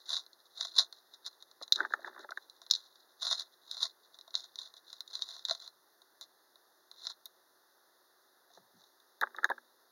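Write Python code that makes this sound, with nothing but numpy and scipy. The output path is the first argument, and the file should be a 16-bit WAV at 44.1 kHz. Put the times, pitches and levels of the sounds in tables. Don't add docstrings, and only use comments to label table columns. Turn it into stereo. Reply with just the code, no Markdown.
import sys
import numpy as np
from scipy import signal
from scipy.io import wavfile
from scipy.ndimage import uniform_filter1d

SR = 44100
rng = np.random.default_rng(int(sys.argv[2]) if len(sys.argv) > 2 else 0)


def unload_audio(sound):
    columns = np.transpose(np.atleast_2d(sound))
    steps = np.round(np.clip(columns, -1, 1) * 32767)
    wavfile.write(sys.argv[1], SR, steps.astype(np.int16))


N = 437031

# (frequency [Hz], t60 [s], level [dB], left-right [dB], left lead [rad])
GLASS_MODES = [(3690, 0.007, -0.5, 8.5, 0.38), (3874, 0.017, -6, -7, -0.9),
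               (4092, 0.016, -7.5, -9.5, 0.041), (4460, .02, -21, -3.5, .2), (5150, 0.0096, -13, -9, .3),
               (5358, 0.013, -16.5, 3.5, -0.014), (5730, 0.016, -16, -3, 0.5),
               (6498, 0.014, -17.5, 2, -0.5), (6997, 0.011, -13.5, -3, -0.15)]
BODY_MODES = [(667, 0.039, -7, 0.093, 0.0035), (1065, 0.025, -1, 0.041, 0.0035),
              (1384, 0.02, -0.5, .5, 0.00093), (2040, 0.011, 4, 0.082, 0.0013)]
TICK_MODES = [(9550, 0.0026, 1, -1, .6), (11800, 0.002, -5, -1, 0.4)]
TABLE_MODES = [(240, .5, -39, 10.5, .8), (383, 0.037, -12, 13.5, 1), (602.7, 0.02, -7.5, 5, -0.047),
               (835, 0.026, -8.5, 8, -1.9), (1068, 0.018, -7.5, 9.5, -1.5), (1406, 0.013, -12.5, 2, -.4),
               (1595, 0.0048, 7.5, 7, 0.45), (3700, 0.0076, -14.5, -13.5, -0.4)]


def gain_of(db):
    return 10 ** (np.asarray(db) / 20)


def unit_rms(x):
    return x / np.sqrt(np.mean(x ** 2) + 1e-20)


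def smooth_noise(width_samples):
    return unit_rms(uniform_filter1d(rng.standard_normal(N), width_samples))


def curve_at(points, hz):
    points_hz, values = np.transpose(points)
    return np.interp(np.log(hz + 1), np.log(points_hz + 1), values)


def octaves_above(modes, hz):
    return np.log2(np.array(modes)[:, :1] / hz)


def add(mix, start_s, sound):
    part = mix[:, round(start_s * SR):][:, :sound.shape[1]]
    part += sound[:, :part.shape[1]]


def ring(modes, samples=2500):
    hz, t60_s, db, pan_db, lead_rad = np.transpose(modes)[:, :, None]
    t, side = np.arange(samples) / SR, np.array([.5, -.5])[:, None, None]
    rise = (1 - np.exp(-t * hz * 1.3)) ** 2
    level = gain_of(db + side * pan_db - 60 * t / t60_s)
    return rise * np.sin(2 * np.pi * hz * t + side * lead_rad) * level


def blow(rings, force, peak_db, spot_db=0):
    sound = signal.fftconvolve((rings * gain_of(spot_db)).sum(1), force[None], axes=1)
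    return gain_of(peak_db) * sound / abs(sound.mean(0)).max()


def contacts(events, t60_s, chatter, db_per_db):
    levels_db = np.array(events)[:, 1:2]
    noise, spread = rng.standard_normal((len(events), 2, 2500)).transpose(1, 0, 2)
    t, stretch = np.arange(2500) / SR, rng.uniform(.6, 1.15, (len(events), 1))
    force = chatter * noise * gain_of(4 * spread - 60 * t / (t60_s * stretch) + db_per_db * levels_db)
    force[:, 0] = 1
    return force


def pressure(strokes, lift_off_db=-71, roundness=1.56):
    t, out = np.arange(N) / SR, np.zeros(N)
    for start_s, length_s, db, rise in strokes:
        part = slice(round(start_s * SR), round((start_s + length_s) * SR))
        corners_s = start_s + length_s * np.array([0, np.clip(rise, .02, .98), 1])
        off_peak = np.interp(t[part], corners_s, [1, 0, 1])
        out[part] += gain_of(db + (lift_off_db - db) * off_peak ** roundness) - gain_of(lift_off_db)
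    return out


def rub(level, mode_sets, clump_samples, ring_samples=2500):
    clump_db = 6 * np.minimum(smooth_noise(clump_samples), 1.5)
    slips = unit_rms(rng.standard_normal(N) * gain_of(4.5 * rng.standard_normal(N) + clump_db))
    response = 0
    for modes, db in mode_sets:
        shape = ring(modes, ring_samples).sum(1)
        response = response + gain_of(db) * shape / np.linalg.norm(shape.mean(0))
    return signal.oaconvolve((slips * level)[None], response, axes=1)[:, :N]


def room_tone(hiss_db=-64, hum_db=-82.5, hum_hz=370):
    spectrum = [(30, -1), (70, -9), (130, -1.5), (200, -8), (330, -3.5), (1000, -1.5), (4000, -5.5),
                (5500, -12), (16000, -14.5)]
    coherence = [(60, 0.94), (240, 0.57), (950, 0.46), (3770, 0.24), (15000, -0.33)]
    frames, hz = N // 256 + 5, np.fft.rfftfreq(1024, 1 / SR)
    left_re, left_im, other_re, other_im, patches = rng.standard_normal((frames, 513, 5)).T
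    patches = unit_rms(uniform_filter1d(uniform_filter1d(patches, 12, 0), 14, 1))
    waver_db = 0.62 * patches * (hz[:, None] < 7000)
    alike = curve_at(coherence, hz)[:, None]
    left = left_re + 1j * left_im
    right = alike * left + np.sqrt(1 - alike ** 2) * (other_re + 1j * other_im)
    bins = np.array([left, right]) * gain_of(curve_at(spectrum, hz)[:, None] + waver_db)
    hiss = unit_rms(signal.istft(bins, nperseg=1024, noverlap=768)[1][:, :N])
    hum = gain_of(hum_db + smooth_noise(3000)) * np.sin(2 * np.pi * hum_hz * np.arange(N) / SR)
    return gain_of(hiss_db) * hiss + hum


def echoes(x, t60_s):
    taps = np.zeros((2, 9000))
    delays = np.arange(150, 8980, 20) + rng.integers(0, 20, (2, 442))
    np.put_along_axis(taps, delays, rng.choice([-1., 1.], delays.shape), 1)
    taps *= gain_of(-60 * np.arange(9000) / SR / t60_s)
    return signal.oaconvolve(x, taps / np.linalg.norm(taps[0]), axes=1)[:, :N]


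def hand(push_t60_s=0.28):
    strokes = [(8.49, 0.11, -59, 0.64), (8.73, 0.2, -61.5, 0.38)]
    thuds = [(8.572, -54), (8.734, -51)]
    # (frequency [Hz], t60 [s], level [dB], left-right [dB], left lead [rad])
    rustle_modes = [(894, 0.0035, -1.5, 3, .1), (3950, 0.0034, -2, 1, 0.33), (5900, 0.0014, -1, 1, .3)]
    bass_modes = [(121, 0.096, -2.5, 4.4, .1), (182, 0.044, -1.5, 9.1, .1)]
    out = rub(pressure(strokes), [(rustle_modes, 0)], clump_samples=200)
    fade = gain_of(-60 * np.arange(4000) / SR / push_t60_s)
    for (time_s, db), push in zip(thuds, rng.standard_normal((len(thuds), 4000))):
        add(out, time_s, blow(ring(bass_modes), push * fade, db))
    return out


def handle_rolls():
    rolls = [(1.74, 0.17, -40.5, 0.31), (1.89, 0.49, -54, 0.15), (2.03, 0.081, -51.5, 0.71),
             (2.12, 0.14, -50.5, 0.9), (9.207, 0.13, -47.5, 0.1), (9.3, 0.21, -54, 0.39),
             (9.48, 0.11, -50.5, 0.11)]
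    return rub(pressure(rolls), [(TABLE_MODES, 0)], clump_samples=200, ring_samples=14000)


def handle_knocks(t60_cycles=27):
    knocks = [(1.613, -38, 735), (1.776, -38, 1730), (1.788, -29, 1670), (1.804, -13.5, 1530),
              (1.829, -32, 1780), (1.849, -20.5, 1510), (1.906, -37, 1780), (1.922, -32, 1630),
              (1.937, -11, 1800), (1.991, -45, 665), (2.045, -25, 1580), (2.077, -29.5, 1660),
              (2.162, -35.5, 1140), (2.177, -38.5, 1430), (2.244, -41.5, 583), (2.29, -31, 1370),
              (2.319, -27.5, 1490), (2.373, -25, 1570), (8.502, -53, 716), (8.574, -45, 668),
              (9.214, -19, 1650), (9.222, -22, 898), (9.231, -15, 1590), (9.234, -17, 1530),
              (9.271, -31, 1760), (9.346, -32, 1160), (9.385, -20, 1280), (9.431, -23.5, 1400),
              (9.443, -9, 1650), (9.45, -23, 1550), (9.491, -27, 1700), (9.5, -18.5, 1085),
              (9.507, -27, 852), (9.514, -21.5, 1650), (9.52, -45.5, 542), (9.579, -36.5, 1613)]
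    spots_db = 2 * rng.standard_normal((len(knocks), len(TABLE_MODES), 1))
    forces = contacts(knocks, t60_s=0.014, chatter=0.14, db_per_db=-3.2)
    out, table_top = np.zeros((2, N)), ring(TABLE_MODES, samples=14000)
    for (time_s, db, hz), force, spot_db in zip(knocks, forces, spots_db):
        handle = ring([(hz, t60_cycles / hz, 0, 7, .2)])
        add(out, time_s, blow(handle, force, db - 9.5 + 6 * (hz < 1000)))
        falloff_db = (9.5 + .15 * (db + 24)) * abs(octaves_above(TABLE_MODES, hz))
        add(out, time_s, blow(table_top, force, db - 3, spot_db - falloff_db))
    return out


def collar_ticks():
    ticks = [(1.723, -20.5, 2), (1.936, -36, -26), (2.373, -39, -6), (2.7118, -26, 5), (5.0065, -42, 6),
             (6.2118, -44, 4), (7.2567, -32.5, 6), (8.839, -48, -8.5), (9.0004, -51.5, -7),
             (9.212, -24, -1), (9.364, -37.5, -8), (9.4441, -21.5, -11), (9.5, -38.5, 3)]
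    # (frequency [Hz], t60 [s], level [dB], left-right [dB], left lead [rad])
    modes = [(3780, 0.0074, 5, -4.5, 0.086), (4924, 0.0045, -6.5, -7, .1), (6620, 0.0079, -8, -3, .2),
             (10690, 0.0012, 1.5, 6, .5), (13000, 0.0013, 4.5, -1.5, .4)]
    out, collar, is_top = np.zeros((2, N)), ring(modes), np.array(modes)[:, :1] > 9000
    forces = contacts(ticks, t60_s=.014, chatter=0.005, db_per_db=-0.78)
    for (time_s, db, snap_db), force in zip(ticks, forces):
        add(out, time_s, blow(collar, force, db, snap_db * is_top))
    return out


def jar_bump():
    bumps = [(5.51, -24)]
    out, tilt_db = np.zeros((2, N)), -18 * octaves_above(BODY_MODES, BODY_MODES[0][0])
    for time_s, db in bumps:
        add(out, time_s, blow(ring(BODY_MODES), np.hanning(24), db, tilt_db))
    return out


def stick_scrapes(graze_db=-71, graze_end_s=5.75):
    strokes = [(0.03, 0.23, -28.5, 0.43), (.52, 0.27, -37.5, 0.39), (.73, 0.15, -24.5, 0.39),
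               (1.237, 0.054, -31.5, 0.62), (1.598, 0.046, -41, 0.76), (1.708, 0.17, -45.5, 0.27),
               (2.688, 0.23, -44, 0.097), (3.19, 0.28, -31, 0.14), (3.27, 0.16, -33, 0.24),
               (3.36, 0.1, -34.5, 0.33), (3.66, 0.22, -41, 0.32), (3.77, 0.15, -28.5, 0.39),
               (4.33, 0.18, -41.5, 0.11), (4.57, 0.16, -43, 0.15), (4.85, 0.18, -50.5, 0.33),
               (5.07, .13, -40, 0.74), (5.18, 0.087, -41.5, 0.48), (5.24, 0.27, -45, 0.22),
               (5.436, 0.16, -34, 0.42), (5.57, 0.14, -48.5, 0.64), (6.208, 0.059, -40.5, 0.1),
               (6.9, .25, -41, 0.8)]
    graze = gain_of(graze_db + 9.2 * smooth_noise(1500)) * (np.arange(N) < graze_end_s * SR)
    mode_sets = [(GLASS_MODES, -3), (BODY_MODES, -17), (TICK_MODES[:1], -28)]  # (modes, level [dB])
    return rub(pressure(strokes) + graze, mode_sets, clump_samples=130)


def stick_clinks(rebound_db=-19, rebound_s=0.037):
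    touches = [(0.092, -25, -23), (.117, -42, -30), (0.1287, -32, -39), (0.155, -20, -39),
               (0.167, -17, -21), (0.264, -41, -15.5), (0.3313, -42.5, -27), (.5935, -46, -2),
               (0.6094, -14.5, -19), (0.6497, -22, -14.5), (0.7856, -7, -33), (.7872, -5.5, -24),
               (0.7913, -15, -41), (0.7941, -7, -31), (0.926, -32, -17.5), (1.263, -23.5, -20),
               (1.4245, -35.5, -17.5), (1.5132, -42, -14.5), (1.6247, -31.5, -30), (1.679, -37, -15),
               (1.723, -3.5, -30), (1.7585, -16, -28), (2.1925, -43, -8), (2.307, -33, -5),
               (2.498, -36.5, -35), (2.617, -36, -12), (2.665, -37, -16.5), (2.701, -26, -21),
               (2.7105, -4, -43), (2.737, -13.5, -40), (2.751, -17.5, -45), (2.7598, -24.5, -30),
               (3.2498, -25.5, -11.5), (3.268, -17.5, -15.5), (3.3118, -18, -13.5), (3.3272, -14.5, -15.5),
               (3.3963, -20.5, -34), (3.713, -20.5, -28), (3.769, -29, -14), (3.8298, -12, -32),
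               (4.188, -37, -15.5), (4.2112, -36.5, -30), (4.2784, -40.5, -6), (4.3068, -40.5, -18),
               (4.342, -26, -14.5), (4.3527, -12, -26.5), (4.377, -29, -31), (4.405, -31.5, -34),
               (4.557, -29.5, -19.5), (4.588, -23, -29), (4.7395, -39, -12.5), (4.9293, -29.5, -17.5),
               (5.006, -24, -21), (5.077, -36, -31), (5.1097, -38, -16.5), (5.1533, -20, -24.5),
               (5.192, -30.5, -16), (5.221, -16.5, -37), (5.2886, -28.5, -18.5), (5.3363, -41, -22),
               (5.365, -34, -13), (5.393, -34, -18), (5.4514, -16, -27), (5.485, -21.5, -17),
               (5.4965, -18.5, -15), (5.5097, -14, -13), (5.5497, -28.5, -15.5), (5.6007, -36, -19),
               (5.622, -36, -16), (5.677, -32, -16.5), (6.0184, -45, -11.5), (6.211, -31, -16),
               (6.557, -45, -10), (6.9141, -34, -17.5), (7.052, -31, -15), (7.069, -18.5, -19),
               (7.1, -30.5, -17), (7.261, -36.5, -15)]
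    spots_db = 3 * rng.standard_normal((len(touches), len(GLASS_MODES), 1))
    detunes = 1 + .02 * rng.standard_normal((len(touches), len(GLASS_MODES)))
    forces = contacts(touches, t60_s=0.049, chatter=0.028, db_per_db=1.05)
    gaps_s = np.diff(np.array(touches)[:, 0], prepend=-1)
    wall_octaves = octaves_above(GLASS_MODES, GLASS_MODES[0][0])
    body_octaves = octaves_above(BODY_MODES, BODY_MODES[0][0])
    out, body, tick = np.zeros((2, N)), ring(BODY_MODES), ring(TICK_MODES)
    for i, (time_s, db, body_db) in enumerate(touches):
        wall = ring([(hz * ratio, *rest) for (hz, *rest), ratio in zip(GLASS_MODES, detunes[i])])
        wall_tilt_db = -0.17 * (db + 33.5) * wall_octaves
        body_tilt_db = -1.1 * (body_db + 16.5) * body_octaves
        dulling_db = rebound_db * np.exp(-gaps_s[i] / rebound_s)
        add(out, time_s, blow(wall, forces[i], db, spots_db[i] + wall_tilt_db))
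        add(out, time_s, blow(body, forces[i], db + body_db, body_tilt_db))
        add(out, time_s, blow(tick, forces[i], -29.5 + 0.74 * (db + 5) + dulling_db))
    return out


def scene():
    table = handle_knocks() + handle_rolls() + hand()
    bass_cut = signal.butter(2, 520, "high", fs=SR, output="sos")
    jar = signal.sosfilt(bass_cut, stick_clinks() + jar_bump() + collar_ticks() + stick_scrapes())
    return jar + table + echoes(gain_of(-12) * jar + gain_of(-19) * table, t60_s=0.07) + room_tone()


def record(dry):
    response = [(80, -29.5), (340, -1.5), (1800, -2), (2050, -9.5), (2250, -28.5), (2800, -22.5),
                (3100, -24.5), (3300, -13), (3600, -1.5), (6500, 0), (7200, -7.5), (8200, -29), (8700, -9),
                (10000, 2)]
    log_gain = np.log(gain_of(curve_at(response, abs(np.fft.fftfreq(4096, 1 / SR)))))
    colour = np.fft.ifft(np.exp(np.conj(signal.hilbert(log_gain)))).real[:2048]
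    heard = signal.oaconvolve(dry, colour[None], axes=1)[:, :N]
    low_pass = signal.firwin(511, 16000, window=("kaiser", 9), fs=SR)
    return signal.oaconvolve(heard, low_pass[None], "same")


dry = scene()
out = record(dry)
unload_audio(out)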